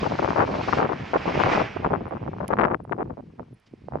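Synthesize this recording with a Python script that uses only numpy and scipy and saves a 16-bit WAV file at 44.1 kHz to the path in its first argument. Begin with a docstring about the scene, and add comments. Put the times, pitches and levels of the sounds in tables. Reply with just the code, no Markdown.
"""Lava fountain in the wind

A gas jet roars and hisses by turbulent mixing, swells three times, then sinks to a far wash.
Wind on the crater rim rumbles in two microphone ports; its eddies strike them in crackling buffets.
Faint, very high chirps, perhaps of a bat, and small handling ticks sound close by in the night."""
import sys
import numpy as np
from scipy import signal
from scipy.fft import rfft, irfft
from scipy.io import wavfile
from scipy.ndimage import uniform_filter1d

SR = 44100
rng = np.random.default_rng(int(sys.argv[2]) if len(sys.argv) > 2 else 0)


def dump(signal):
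    """Clip the signal to [-1, 1] and save it as 16-bit WAV at the path in sys.argv[1]."""
    limited = np.clip(np.atleast_2d(signal).T, -1, 1)
    pcm = np.round(limited * 32767).astype(np.int16)
    wavfile.write(sys.argv[1], SR, pcm)


N = 176400
EDDY_LOW_HZ, EDDY_HIGH_HZ = 554, 1526  # pitch range before any octave shift


def fountain():
    """Turbulent mixing: the jet's roar and hiss swell and flicker together over a steady wash."""
    # heard level of the roar and hiss, ducking briefly after the hardest buffets
    # (time [s], relative roar level [dB], relative hiss level [dB])
    heard_levels = [(0, -41, -50), (.52, -45, -54.5), (.785, -38, -46.5), (.85, -45, -61.5),
                    (1.1, -44.5, -56.5), (1.35, -35.5, -50.5), (1.55, -30, -43.5), (1.7, -43, -59),
                    (1.98, -54.5, -73), (2.5, -62, -74), (2.79, -76, -87), (3.0, -74.5, -82.5),
                    (4, -71, -79)]
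    # spectra of roar, hiss and wash (frequency [Hz], relative density [dB])
    roar_spectrum = [(30, -11.5), (130, 3), (450, 3.5), (1400, -1.5), (2400, -1), (3200, -9.5), (4200, -25),
                     (10000, -86.5)]
    hiss_spectrum = [(1500, -23.5), (3000, 0), (5100, -1.5), (6200, -9.5), (7500, -20), (10500, -50.5),
                     (14000, -86)]
    wash_spectrum = [(110, 2.5), (500, -14.5), (1900, -25.5), (5000, -30.5), (10000, -32.5), (14000, -55.5)]
    roar = gas_noise(roar_spectrum) * amp(curve(heard_levels, column=1) + 5)
    hiss = gas_noise(hiss_spectrum) * amp(curve(heard_levels, column=2) + 2.5)
    flicker = amp(wander(hz=35))
    return (roar + hiss) * flicker + gas_noise(wash_spectrum) * amp(-70)


def gas_noise(spectrum, size=512):
    """Partial coherence: turbulent noise with drifting spectral patches differs between the ports."""
    # likeness of the ports (frequency [Hz], correlation before clipping to +-1)
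    likeness = [(200, 2), (550, -0.5), (900, 0.86)]
    # balance of the ports (frequency [Hz], left minus right [dB])
    balance = [(400, -4), (5000, -2)]
    hz, hop = np.fft.rfftfreq(size, 1 / SR), size // 4
    a, b, c, d, patches = rng.standard_normal((5, len(hz), N // hop + 5))
    patches = uniform_filter1d(patches, size=7, axis=0)
    patch_db = unit(uniform_filter1d(patches, size=14, axis=1))
    correlation = np.clip(read(likeness, hz), -1, 1)[:, None]
    tilt = amp(read(balance, hz) / 2)[:, None]
    left = a + 1j * b
    right = correlation * left + np.sqrt(1 - correlation ** 2) * (c + 1j * d)
    frames = np.array([left * tilt, right / tilt]) * amp(read(spectrum, hz)[:, None] + patch_db)
    return unit(signal.istft(frames, nperseg=size, noverlap=size - hop)[1][:, :N])


def wind(left_share=.68, reference_db=-37):
    """Intermittent turbulence: clumps of rumble, nearly alike in both ports, and of lesser eddies."""
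    # strength of the wind (time [s], relative level [dB])
    gusts = [(0, -32.5), (.23, -38.5), (.41, -30), (.46, -37), (.65, -39), (.79, -38), (1.1, -42),
             (1.4, -33.5), (1.6, -35.5), (1.73, -48.5), (1.86, -33.5), (2.1, -40), (2.55, -37.5),
             (2.61, -29), (2.84, -48.5), (2.92, -44), (3.02, -40), (3.24, -51), (3.4, -46.5), (3.53, -47.5),
             (3.6, -80), (3.73, -52.5), (3.85, -51.5), (3.93, -41.5), (4, -35)]
    # spectrum of the rumble (frequency [Hz], relative density [dB])
    spectrum = [(20, -33.5), (60, 3), (120, 10), (230, 2), (3500, -105)]
    # lesser eddies (rate [1/s], level at reference wind [dB], growth [dB/dB], pitch shift [octaves])
    flutter = [(329, -35.5, 1.3, -1.94), (288.7, -34, 2.5, -0.51)]
    wind_db = curve(gusts)
    clump_db = 5.5 * np.clip(wander(hz=23.3), -2, 1)
    common = colour(rng.standard_normal(N), spectrum)
    common /= np.sqrt(abs(uniform_filter1d(common ** 2, size=1300)) + 1e-12)  # even out the envelope
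    separate = colour(rng.standard_normal((2, N)), spectrum)
    out = (unit(common) + 0.083 * unit(separate)) * amp(wind_db - 0.5 + clump_db)
    share = np.array([[left_share], [1 - left_share]])
    excess_db = np.minimum(wind_db - reference_db, 2)
    for per_s, db, growth, octaves in flutter:
        pitches = eddy_pitches(octaves)
        shape = (len(pitches), 2, N)
        arrivals = rng.random(shape) < share * per_s / SR / len(pitches)
        kicks = arrivals * np.clip(rng.standard_normal(shape), -2, 2) * amp(clump_db)
        out += unit(eddies(kicks, pitches)) * amp(db + growth * excess_db)
    return out


def buffets(size=8192, count=64, eddies_per_s=430, spread_db=5.5):
    """Superposition: each buffet is a ragged volley of eddies; stronger volleys are pitched higher."""
    # wind buffets (start [s], length [s], relative level [dB], bias to the left port [dB])
    volleys = [(0.043, 0.029, -22.5, 12), (0.19, 0.01, -17.5, 7.5), (0.221, 0.042, -22, 6),
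               (0.278, 0.013, -19.5, 7.5), (0.358, 0.01, -18.5, 12), (0.372, 0.072, -16.5, 5.5),
               (0.477, 0.14, -26, 1), (0.677, 0.023, -21.0, 7.5), (0.728, 0.012, -16.5, 10.0),
               (0.771, 0.093, -19.5, 2.5), (0.892, 0.046, -23, 7), (1.135, 0.038, -16.5, -1),
               (1.257, 0.068, -24.5, 7.5), (1.394, 0.028, -17, 18), (1.437, 0.0075, -13.5, 1.5),
               (1.463, 0.11, -21, 3), (1.595, 0.028, -19, 7.5), (1.764, 0.008, -21.5, -8),
               (1.845, 0.017, -25, 0), (1.907, 0.0074, -22.5, 3.5), (1.934, 0.028, -22.5, 12),
               (2.11, 0.032, -28, -3.5), (2.405, 0.00613, -23.5, 12), (2.417, 0.028, -30, 9.5),
               (2.505, 0.036, -19, 7.5), (2.587, 0.069, -16.5, 5.5), (2.661, 0.092, -24.5, 4.5),
               (2.8, 0.008, -35, 24), (2.913, 0.021, -22, 7.5), (2.98, 0.05, -25, 0),
               (3.099, 0.019, -30.5, 7.5), (3.172, 0.036, -35.5, -6), (3.396, 0.012, -31, -6)]
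    out, lead = np.zeros((2, N)), size // 10
    golden = (np.sqrt(5) - 1) / 2  # this step deals eddies evenly between the ports
    for start, length, db, pan_db in volleys:
        jitter, side, sign = rng.random((3, count))
        clumps = unit(uniform_filter1d(rng.standard_normal(count), size=2))
        strength = amp(spread_db * np.minimum(clumps, 1))
        strength[0], jitter[0] = amp(spread_db / 2), 0  # a firm eddy leads
        pitches = eddy_pitches(octaves=0.04 * (db + 11))
        size_class = rng.random((count, len(pitches))).argsort(axis=1).ravel()
        n = int(np.clip(round(length * eddies_per_s), 2, count))
        k = np.arange(n)
        at = np.minimum(lead + ((k + jitter[:n]) / n * length * SR).astype(int), size - 1)
        port = ((k * golden + side[0]) % 1 > .5 + pan_db / 20).astype(int)
        kicks = np.zeros((len(pitches), 2, size))
        kicks[size_class[:n], port, at] = strength[:n] * np.sign(sign[:n] - .5)
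        volley = unit(eddies(kicks, pitches)) * np.sqrt(length * SR / size)
        add(out, start - lead / SR - 1 / EDDY_HIGH_HZ, volley * amp(db - 1.5))
    return out


def snaps(size=2048):
    """Size sets pitch: lone eddies hit hard, small ones with a crack, large ones with a thump."""
    # hard eddies (time [s], peak [dB], pitch [Hz], left minus right before crosstalk [dB])
    strikes = [(0.247, -5, 970, 14), (0.733, -1, 1040, 13.5), (1.576, -7.5, 940, 1.5), (1.581, -6, 695, 15),
               (1.848, -5.5, 970, 18), (1.939, -4, 900, 12.5), (2.57, -18, 1320, 12),
               (2.588, -6.5, 1460, 28), (2.615, -11.5, 1900, 12), (2.642, -6, 1520, 23.5),
               (2.746, -5.5, 1300, 27), (2.852, -26, 800, -15), (2.896, -24, 950, -20),
               (2.924, -11.5, 1560, 26), (3.739, -27, 333, -8), (3.886, -19, 640, -16),
               (3.957, -9, 628, -11)]
    out = np.zeros((2, N))
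    for time, db, hz, pan_db in strikes:
        kick = np.zeros((1, 2, size))
        kick[0, :, size // 2] = amp([pan_db / 2, -pan_db / 2])
        pulse = eddies(kick, [hz])
        height = abs(pulse).max(axis=0)
        add(out, time - height.argmax() / SR, amp(db) * pulse / height.max())
    return out


def eddies(kicks, pitches, leak_hz=224, treble_leak=0.17):
    """Convolution and crosstalk: kicks (size class, port, sample) become pulses heard at both ports."""
    n = kicks.shape[-1]
    hz = np.fft.rfftfreq(n, 1 / SR)
    direct = sum(rfft(part) * eddy(hz, pitch) for part, pitch in zip(kicks, pitches))
    bass = 1 / (1 + (hz / leak_hz) ** 4)
    leak = bass + 1j * treble_leak * (1 - bass)  # all the bass crosses, and some treble in quadrature
    return irfft((direct + leak * direct[::-1]) / np.sqrt(1 + abs(leak) ** 2), n)


def eddy(hz, pitch_hz, q=1.145, port_hz=2850):
    """Damped oscillation: the unit-energy spectrum of a two-cycle wavelet, dulled by the port."""
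    s, p = 1j * hz / pitch_hz, 1j * hz / port_hz
    wavelet = s / (1 + s / q + s ** 2) ** 2
    smoothing = np.exp(-(abs(s) / 6) ** 2)  # little remains above six times the pitch
    port_loss = (1 + p + p ** 2) * (1 + p)
    shape = wavelet * smoothing / port_loss
    return shape / np.sqrt(np.mean(abs(shape) ** 2))


def eddy_pitches(octaves, count=5):
    """Inverse scaling of pitch with size: from large, low eddies to small, high ones."""
    return np.linspace(EDDY_LOW_HZ, EDDY_HIGH_HZ, count) * 2 ** octaves


def handling(size=4096, rise_s=0.0006, decay_s=0.0015, scuff_s=0.03):
    """Impact and friction: sharp ticks on the camera's shell by the right port, then a soft scuff."""
    # taps on the shell (time [s], relative level [dB])
    ticks = [(2.48, -33.5), (3.599, -65)]
    # spectrum of a tick (frequency [Hz], relative density [dB])
    spectrum = [(600, -27), (2000, 4), (8000, -3), (10800, 7), (16000, -20.5)]
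    out, t = np.zeros((2, N)), np.arange(size) / SR
    envelope = 2 * np.minimum(t / rise_s, 1) * np.exp(-t / decay_s)
    for start, db in ticks:
        crack = unit(colour(rng.standard_normal(size), spectrum)) * envelope
        add(out, start, crack * amp(db) * amp([[-14], [0]]))
    rub = unit(colour(rng.standard_normal(size), [(700, -10), (5200, -9), (12000, -48)]))
    arch = np.sin(np.linspace(0, np.pi, int(scuff_s * SR)))
    add(out, start_s=3.657, sound=amp(-63) * rub[:len(arch)] * arch)
    return out


def chirps(length_s=0.02, base_hz=9230, fall_hz=2770, fall_s=0.01):
    """Frequency modulation: short whistles drop and level off, roughened by a wavering amplitude."""
    # high calls (time [s], level [dB])
    calls = [(.579, -72), (1.306, -75.5), (2.081, -71), (2.832, -71), (3.532, -68)]
    out, t = np.zeros(N), np.arange(int(length_s * SR)) / SR
    hz = base_hz + fall_hz * np.exp(-t / fall_s)
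    call = np.sin(np.pi * t / length_s) * np.sin(2 * np.pi * np.cumsum(hz) / SR)
    for start, db in calls:
        add(out, start, amp(db) * call)
    return out * (1 + 0.55 * wander(hz=450))


def amp(db):
    """Decibels to amplitude ratio."""
    return 10 ** (np.asarray(db) / 20)


def unit(x):
    """Normalisation to an rms of one."""
    return x / np.sqrt(np.mean(x ** 2) + 1e-24)


def read(points, hz):
    """Interpolation of a table on a log-frequency axis."""
    f, value = np.transpose(points)
    return np.interp(np.log(hz + 1), np.log(f + 1), value)


def curve(table, column=1):
    """Linear interpolation of one column of a time table, per sample."""
    rows = np.array(table)
    return np.interp(np.arange(N) / SR, rows[:, 0], rows[:, column])


def colour(x, points):
    """Zero-phase filtering by a table of (frequency [Hz], gain [dB])."""
    n = x.shape[-1]
    return irfft(rfft(x) * amp(read(points, np.fft.rfftfreq(n, 1 / SR))), n)


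def wander(hz):
    """Random fluctuation: low-pass noise of unit rms."""
    f = np.fft.rfftfreq(N, 1 / SR)
    return unit(irfft(rfft(rng.standard_normal(N)) / (1 + (f / hz) ** 4), N))


def add(mix, start_s, sound):
    """Superposition of a sound on the mix at a given time."""
    at = round(start_s * SR)
    sound = sound[..., max(-at, 0):]
    part = mix[..., max(at, 0):][..., :sound.shape[-1]]
    part += sound[..., :part.shape[-1]]


def scene():
    """Pressures add: the fountain behind the wind and the small near sounds."""
    return fountain() + wind() + buffets() + snaps() + chirps() + handling()


def record(dry, overload_db=-2, edge_hz=15700):
    """Soft saturation: the hardest eddies overload the microphones; a low-pass limits the band."""
    limited = dry / (1 + (dry / amp(overload_db)) ** 4) ** (1 / 4)
    low_pass = signal.firwin(511, edge_hz, window=("kaiser", 9), fs=SR)
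    return signal.oaconvolve(limited, low_pass[None], "same")


dry = scene()
out = record(dry)
dump(out)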